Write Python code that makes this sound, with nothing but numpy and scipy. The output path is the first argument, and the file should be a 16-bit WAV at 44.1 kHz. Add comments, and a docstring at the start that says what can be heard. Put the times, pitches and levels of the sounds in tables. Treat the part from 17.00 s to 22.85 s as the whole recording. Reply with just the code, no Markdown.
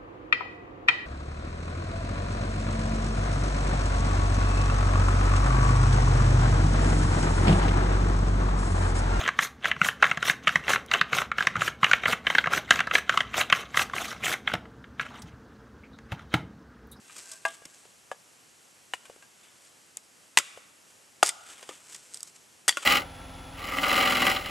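"""A camp in a still, leafless wood, where kindling is split with a small axe a little left of the microphones.
A stick is picked off the dirt, stood on a log and tapped; three hard blows tear it open and a piece drops.
Struck wood is a sum of decaying modes; breaking fibres are bursts of tiny uneven snaps.
Wood and sleeves scrape in grains between the blows, and grit keeps the dragged stick ringing.
Dry leaves hiss faintly as filtered noise, and the trees return the work as scattered echoes."""
import sys
import numpy as np
from scipy import signal
from scipy.fft import rfft, irfft
from scipy.io import wavfile
from scipy.ndimage import uniform_filter1d

SR = 44100
rng = np.random.default_rng(int(sys.argv[2]) if len(sys.argv) > 2 else 0)


def unload_wav(signal):
    """Save mono or channel-first audio to the path in sys.argv[1] as 16-bit WAV at rate SR, clipped to [-1, 1]."""
    wavfile.write(
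        sys.argv[1],
        SR,
        np.round(np.clip(np.atleast_2d(signal).T, -1, 1) * 32767).astype(np.int16),
    )


N = 257984  # samples in the scene

# Modes of each struck thing, by name. Each row: frequency in Hz, relative level in dB, t60 in seconds,
# all as they are before the pitch, tilt and ring factors of a contact.
WOOD_MODES = { "stick": [(437, -13, 0.0076), (680, -11.5, 0.11), (828, -14.5, 0.082), (930, -17, 0.067),
              (1020, -11, 0.053), (1197, -10.5, 0.089), (1536, -13.5, 0.03), (1665, -1.5, 0.079),
              (2145, -12.5, 0.053), (2555, -17, 0.062), (2806, -10, 0.044), (3220, -28, 0.036),
              (3510, -17, 0.044), (4180, -22, 0.037)], "gripped": [(446, -2.5, 0.018), (536, 0, 0.022),
              (700, -5, 0.033), (870, -7.5, 0.03), (1101, -5.5, 0.028), (1570, -7, .035),
              (2460, -17, 0.011), (2870, -22.5, 0.043)], "axe": [(260, -18, 0.0096), (495, -9, .03),
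              (756, -3.5, 0.022), (1010, -5.5, .025), (1390, -5.5, .02), (1820, -1.5, .024),
              (2290, -11.5, 0.022), (2904, -4, 0.03), (4080, -16.5, .02)], "log": [(110, -33.5, 0.036),
              (341, -15.5, .035), (440, -11, .025), (634, 0.5, 0.016), (799, 2, 0.017), (1200, -4.5, .028),
              (1410, -4, 0.029), (2780, -9, 0.015)], "split": [(328, -12.5, .04), (574, -11, 0.056),
              (1090, -7.5, 0.058), (1388, 0, .045), (1700, -14, .025), (2000, -14.5, 0.044),
              (2685, -1, 0.016), (3310, -15.5, 0.05), (4330, -27.5, 0.026)], "splinter": [(1918, -1, .035),
              (2200, -6, 0.019), (2750, -6.5, .03), (3142, -2, 0.029), (3430, -1, 0.053),
              (4670, -5.5, 0.069), (7440, 0.5, 0.038), (7460, 2, 0.023)]}


def ring(modes, pitch=1, length=1, tilt=0):
    """Decaying modes of a struck thing; tilt, in dB per octave about 1 kHz, brightens a harder contact."""
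    t = np.arange(SR // 3) / SR
    sound = np.zeros(len(t))
    for k, (hz, db, t60) in enumerate(modes):
        sign = (-1) ** k
        level = amp(db + tilt * np.log2(hz / 1000))
        sound += sign * level * fade(t, t60 * length) * np.sin(2 * np.pi * hz * pitch * t)
    return sound


# Contacts of stick, axe and log. Each row: start in seconds, what rings, level in dB, pitch factor,
# ring time factor, tilt in dB per octave, level in dB of the fibres crushed at the contact.
CONTACTS = [ (.097, "split", -52, .89, 1.3, 6.5, -60), (0.4513, "stick", -16, 0.98, 1.18, -1, -36.5),
            (.619, "gripped", -47, 0.99, 0.65, -7.5, -62), (.652, "log", -51.5, .42, 2.4, -7, -50),
            (.852, "gripped", -49.5, 0.87, 0.98, -5, -58.5),
            (1.1146, "gripped", -24.5, 1.07, 1.12, 0.5, -46), (1.936, "axe", -23, 1, 0.96, 2, -38.5),
            (2.054, "gripped", -52, .98, 2.2, 13, -52), (2.097, "gripped", -42, 1.03, 0.92, -9.5, -58),
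            (2.160, "gripped", -51.5, 0.79, 1.16, -6.5, -62),
            (2.224, "stick", -50.5, 0.97, 1.3, 3.5, -58.5), (2.971, "axe", -46, 1, .6, -4, -54),
            (3.3733, "axe", -9, 1.295, 0.28, 0, -28.5), (3.398, "split", -31, 0.99, 0.77, -1.5, -42),
            (3.573, "gripped", -40, 1, 1, -5, -53.5), (4.2283, "log", -4.5, 1.016, 0.86, -.5, -33.5),
            (4.627, "gripped", -45.5, 0.94, 2, -1, -45.5), (4.69, "gripped", -32, 0.75, 1.13, -1, -42),
            (4.691, "splinter", -41, 1.03, .9, -3, -55), (4.710, "split", -41, .88, 1, -2, -56.5),
            (4.948, "splinter", -44, 1.03, .7, 0, -50), (5.680, "split", -18, 1.06, 0.51, 1, -37),
            (5.725, "splinter", -33, .95, 0.7, 0, -46.5), (5.771, "split", -21.5, 1.02, 0.89, 1, -36),
            (5.831, "split", -43, .93, 1.3, 5.5, -44)]
# Struck wood hops and lands again: mean gap in s, first landing in dB, further loss per hop in dB
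REBOUND_S, REBOUND_DB, HOP_LOSS_DB = .015, -19, 6


def knocks(hop_count=3):
    """Each contact sets its thing ringing; all but the axe and the log hop and land again, more softly."""
    out = np.zeros(N)
    gap_factors = rng.uniform(.8, 1.2, (len(CONTACTS), hop_count))
    for (s, thing, db, pitch, length, tilt, _), gaps in zip(CONTACTS, gap_factors):
        sound = amp(db) * ring(WOOD_MODES[thing], pitch, length, tilt)
        add(out, s, sound)
        if thing in ("axe", "log"):
            continue
        for k, delay in enumerate(REBOUND_S * np.cumsum(gaps)):
            add(out, s + delay, amp(REBOUND_DB - k * HOP_LOSS_DB) * sound)
    return out


# The wood cracks open three times under each hard blow. Each row: start in seconds,
# bright snap in dB, woody body in dB, time in seconds held before the fade, splinter ring in dB,
# splinter pitch factor.
SPLITS = [ (3.373, -12.5, -10, 0.0016, -14, .58), (3.3775, -17.5, -20, .0022, -21.5, 1.05),
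          (3.3861, -14.5, -16, 0.0011, -31, .8), (4.2285, -18, -18.5, 0.0013, -33, .9),
          (4.2323, -15, -24, 0.0011, -27, 1), (4.2913, -17, -37, .0004, -26, 1.05),
          (5.680, -16, -24, .005, -28, 1), (5.6862, -18, -25, .0015, -17, 1),
          (5.692, -15, -18, 0.0014, -16, 1)]
SPLINTER_RING, SPLINTER_TILT = 0.84, -1  # ring time factor, dB per octave


def splinter_rings():
    """Each crack sets the modes of a splinter ringing."""
    out = np.zeros(N)
    for s, *_, db, pitch in SPLITS:
        add(out, s, amp(db) * ring(WOOD_MODES["splinter"], pitch, SPLINTER_RING, SPLINTER_TILT))
    return out


# Fibres heard sharply. Each row: frequency in Hz, relative level in dB.
SNAP_SPECTRUM = [(200, -44.5), (1500, -23.5), (3300, -6), (4200, -8.5), (4900, 0.5), (5700, -2), (7200, 2),
                 (8500, 1), (10500, -9.5), (13000, -17.5)]
# Fibres heard through the wood. Each row: frequency in Hz, relative level in dB.
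BODY_SPECTRUM = [(60, -27.5), (350, -10), (700, -8), (1100, -1.5), (1600, -1.5), (2200, 3.5), (2900, 2),
                 (3500, 2.5), (4300, -13.5), (8000, -35)]


def crackle(snap_db, body_db, hold, t60, spread_db=5, first_snap=3):
    """One fibre gives way and a run of tiny uneven snaps follows, heard sharply and through the wood."""
    t = np.arange(SR // 6) / SR
    strength = fade(np.maximum(t - hold, 0), t60)
    sizes = evened(amp(spread_db * np.clip(rng.standard_normal(len(t)), -2, 2.5)))
    sizes = np.where(t == 0, first_snap, sizes)
    snaps = strength * rng.choice([-1, 1], len(t)) * sizes
    out = np.zeros(len(t))
    for db, spectrum in (snap_db, SNAP_SPECTRUM), (body_db, BODY_SPECTRUM):
        sound = colour(snaps, spectrum)
        out += amp(db) * sound * np.linalg.norm(strength) / np.linalg.norm(sound)
    return out


# After each hard blow the split runs on along the grain.
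# Each row: start in seconds, time in seconds held before the fade, level in dB.
GRAIN_TEARS = [(3.389, 0.0054, -33), (4.239, .057, -33), (5.7, 0.011, -35)]
# A single fibre or bit of grit snaps.
# Each row: start in seconds, level in dB, time in seconds held before the fade.
SINGLE_SNAPS = [(0.182, -42, .006), (.315, -38, 0.0054), (0.333, -45.5, 0.0045), (.461, -39, .0015),
                (.480, -45, .006), (.654, -40.5, 0.0023), (2.9705, -27, .001), (4.262, -21, .001),
                (4.2705, -24, 0.0017), (4.278, -27.5, 0.0017), (4.9455, -38, .003), (4.961, -42.5, 0.0024),
                (5.138, -38, 0.00054), (5.1435, -33, 0.0028), (5.1722, -37, 0.0016), (5.2058, -38, .0015),
                (5.230, -29, .0016), (5.7712, -26, .0006)]
# Times in s; body levels in dB against the snap
CRUNCH_HOLD_S, CRUNCH_T60, CRUNCH_BODY_DB = 0.0018, 0.063, 2
CRACK_T60 = .013
TEAR_T60, TEAR_BODY_DB = .05, -3.5
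TICK_FADE, TICK_BODY_DB = 6, -17  # the fade is the t60 as a multiple of the held time


def cracks():
    """Fibres break: crushed at a contact, cracked open, torn along the grain, or one at a time."""
    out = np.zeros(N)
    for s, *_, db in CONTACTS:
        add(out, s, crackle(db, db + CRUNCH_BODY_DB, CRUNCH_HOLD_S, CRUNCH_T60))
    for s, snap_db, body_db, hold, *_ in SPLITS:
        add(out, s, crackle(snap_db, body_db, hold, CRACK_T60))
    for s, hold, db in GRAIN_TEARS:
        add(out, s, crackle(db, db + TEAR_BODY_DB, hold, TEAR_T60))
    for s, db, hold in SINGLE_SNAPS:
        add(out, s, crackle(db, db + TICK_BODY_DB, hold, TICK_FADE * hold))
    return out


PUSH_SHARE, PUSH_DB = 0.57, 15  # share of the length spent building up; rise over that share in dB


def stroke(t, s, length):
    """Pressure of one stroke: it builds up to the push at s and eases off by as many dB."""
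    before = (s - t) / PUSH_SHARE
    after = (t - s) / (1 - PUSH_SHARE)
    return amp(-PUSH_DB * np.maximum(before, after) / length)


# Wood and sleeves scraping. Each row: hardest push in seconds, length in seconds,
# gritty hiss in dB, woody rasp in dB.
SCRAPE_STROKES = [(0.184, 0.18, -47, -49.5), (0.311, .26, -46.5, -56), (.487, .05, -56, -44),
                  (.525, .1, -50.5, -52), (0.774, 0.3, -56, -61), (2.458, 0.26, -63.5, -60.5),
                  (2.656, 0.17, -57, -61.5), (3.917, .14, -60.5, -64), (4.503, 0.089, -48, -50.5),
                  (4.59, 0.25, -52.5, -52), (4.737, 0.15, -55, -56), (4.935, .19, -47, -51),
                  (5.16, .3, -51, -57), (5.28, .04, -47.5, -58.5), (5.363, .03, -51.5, -55.5),
                  (5.845, .14, -43, -42)]
# Gritty hiss. Each row: frequency in Hz, relative level in dB.
HISS_SPECTRUM = [(300, -31.5), (1500, -13), (4000, 0), (6000, 1), (8000, 5.5), (10500, -8), (13000, -15)]
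# Woody rasp. Each row: frequency in Hz, relative level in dB.
RASP_SPECTRUM = [(100, -18), (400, -3.5), (850, -7.5), (1400, -1.5), (2000, -2.5), (2650, 1), (3600, 3.5),
                 (4500, -17), (9000, -32.5)]


def scrapes(grains_per_s=2500, spread_db=3.0, catch_db=2.0):
    """Grit and cloth slip in small grains that grow where the wood catches."""
    t, out = np.arange(N) / SR, np.zeros(N)
    sizes = amp(spread_db * np.minimum(rng.exponential(1, N), 4))
    signs = rng.choice([-1, 1], N)
    catching = amp(catch_db * evened(uniform_filter1d(rng.standard_normal(N), size=400)))
    slips = rng.random(N) < grains_per_s / SR
    grains = sizes * signs * catching * slips
    hiss = evened(colour(grains, HISS_SPECTRUM))
    rasp = evened(colour(grains, RASP_SPECTRUM))
    for s, length, hiss_db, rasp_db in SCRAPE_STROKES:
        out += stroke(t, s, length) * (amp(hiss_db) * hiss + amp(rasp_db) * rasp)
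    return out


# The stick drags over the dirt. Each row: hardest push in seconds, length in seconds,
# level in dB, tilt in dB per octave.
DIRT_DRAGS = [(.11, .26, -60, 14), (.32, .2, -52, 4)]


def drag(pitch=.95, ring_factor=1.5):
    """Grit under the sliding stick keeps its modes faintly ringing."""
    t, out = np.arange(N) / SR, np.zeros(N)
    for s, length, db, tilt in DIRT_DRAGS:
        modes = ring(WOOD_MODES["stick"], pitch, ring_factor, tilt)
        singing = signal.fftconvolve(rng.standard_normal(N), modes)[:N]
        out += amp(db) * stroke(t, s, length) * evened(singing)
    return out


# Left microphone over right. Each row: frequency in Hz, level difference in dB.
LEFT_OVER_RIGHT = [(200, 1), (800, 3), (1700, 2.3), (3000, 1.6), (4000, 0), (12000, 0)]
# Phase of left against right, from reflections close by. Each row: frequency in Hz, phase in radians.
LEFT_RIGHT_PHASE = [(0, 0), (430, -0.2), (690, 0.2), (1120, -0.1), (1810, 0.1), (2500, -0.3), (3880, -0.0),
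                    (13600, 0.0)]


def nearby_sound(work):
    """The work with its nearest reflections; half of each level and phase difference goes to either side."""
    hz = np.fft.rfftfreq(N, 1 / SR)
    left = amp(read(LEFT_OVER_RIGHT, hz) / 2) * np.exp(1j * read(LEFT_RIGHT_PHASE, hz) / 2)
    return irfft(rfft(work) * np.array([left, 1 / left]), N)


# Fade of the long echo off the trunks. Each row: frequency in Hz, t60 in seconds.
TRUNK_T60 = [(200, .6), (700, 1), (1400, 1.1), (3000, 0.75), (7000, 0.61), (12000, .5)]
# Strength of the long echo before its build-up. Each row: frequency in Hz, level in dB.
TRUNK_DB = [(200, -31), (450, -29), (750, -22.5), (1000, -24.5), (1320, -14.5), (1650, -24.5), (2800, -19),
            (4500, -19), (7000, -20.5), (12000, -22)]


def forest(x, build_s=0.034, near_db=-21, near_t60=0.087):
    """The ground and things close by scatter a short echo; the trunks add a long, faint one."""
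    t = np.arange(SR) / SR
    sparse = rng.standard_normal((2, SR)) * (rng.random((2, SR)) < .15)
    taps = pair(*sparse)
    hz, s, bands = signal.stft(taps, SR, nperseg=256)
    t60 = read(TRUNK_T60, hz)[:, None]
    bands = bands * np.exp(-np.log(1000) * s / t60)
    # a slower fade starts lower, so that the level sets the energy
    bands *= amp(read(TRUNK_DB, hz))[:, None] * np.sqrt(np.log(10 ** 6) / t60)
    far = signal.istft(bands, SR, nperseg=256)[1][:, :SR] / np.linalg.norm(taps[0])
    far = far * (1 - np.exp(-t / build_s))
    near = taps * fade(t, near_t60) * (t > .003)
    near *= amp(near_db) / np.linalg.norm(near[0])
    return signal.fftconvolve(x[None], far + near, axes=1)[:, :N]


# Likeness of left and right in air and echoes. Each row: frequency in Hz, likeness from 0 to 1.
LIKENESS = [(50, .6), (250, 0.27), (1000, 0.14), (2500, 0.28), (4000, 1), (12000, 1)]


def pair(a, b):
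    """Two unrelated signals become left and right, sharing as much of each frequency as its likeness."""
    same = np.clip(read(LIKENESS, np.fft.rfftfreq(len(a), 1 / SR)), 0, 1)
    mid = rfft(a) * np.sqrt((1 + same) / 2)
    side = rfft(b) * np.sqrt((1 - same) / 2)
    return irfft(np.array([mid + side, mid - side]), len(a))


# Hiss of the wood. Each row: frequency in Hz, relative level in dB.
AIR_SPECTRUM = [(18, -71), (30, -48.5), (77, -4.5), (154, -1), (315, -1), (791, -2), (854, -2.5),
                (1050, -3), (1580, -3.5), (1930, -4), (2910, -4.5), (3670, -8.5), (7690, -3.5),
                (12200, -13.5), (13500, -28)]


def air(level_db=-58, swell_db=-0.46):
    """The faint, even hiss of the wood: filtered noise with a slight slow swell."""
    a, b, slow = rng.standard_normal((3, N))
    swell = amp(swell_db * evened(uniform_filter1d(slow, size=12000)))
    hiss = evened(pair(colour(a, AIR_SPECTRUM), colour(b, AIR_SPECTRUM)))
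    return amp(level_db) * swell * hiss


def amp(db):
    """Decibels to gain."""
    return 10 ** (np.asarray(db) / 20)


def evened(x):
    """Scales to rms 1."""
    return x / np.sqrt(np.mean(x ** 2) + 1e-20)


def read(points, hz):
    """Reads a table on a log-frequency axis."""
    f, value = np.transpose(points)
    return np.interp(np.log(hz + 1), np.log(f + 1), value)


def fade(t, t60):
    """Exponential decay, 60 dB in t60."""
    return np.exp(-np.log(1000) * t / max(t60, 1e-4))


def add(mix, s, sound):
    """Adds a sound to the mix at time s."""
    part = mix[round(s * SR):][:len(sound)]
    part += sound[:len(part)]


def colour(x, points, size=2048):
    """Causal minimum-phase filter with the given spectrum."""
    log_gain = np.log(amp(read(points, abs(np.fft.fftfreq(size, 1 / SR)))))
    taps = np.fft.ifft(np.exp(np.conj(signal.hilbert(log_gain)))).real
    return signal.fftconvolve(x, taps[:size // 2])[:len(x)]


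def scene(directions=5):
    """The work a little to the left, its echoes with fresh cracks for each direction, and the air."""
    handling = knocks() + splinter_rings() + scrapes() + drag()
    nearby = nearby_sound(handling + cracks())
    # a crack sounds different in each direction that the trees return
    echoes = sum(forest(handling + cracks()) for _ in range(directions)) / np.sqrt(directions)
    return nearby + echoes + air()


def record(dry, ceiling=.85, edge_hz=13500):
    """The microphones' signal clips on the hardest peaks, then loses the treble above the band edge."""
    clipped = np.clip(dry, -ceiling, ceiling)
    lowpass = signal.firwin(221, edge_hz, window=("kaiser", 8), fs=SR)
    return signal.oaconvolve(clipped, lowpass[None], "same")


dry = scene()
out = record(dry)
unload_wav(out)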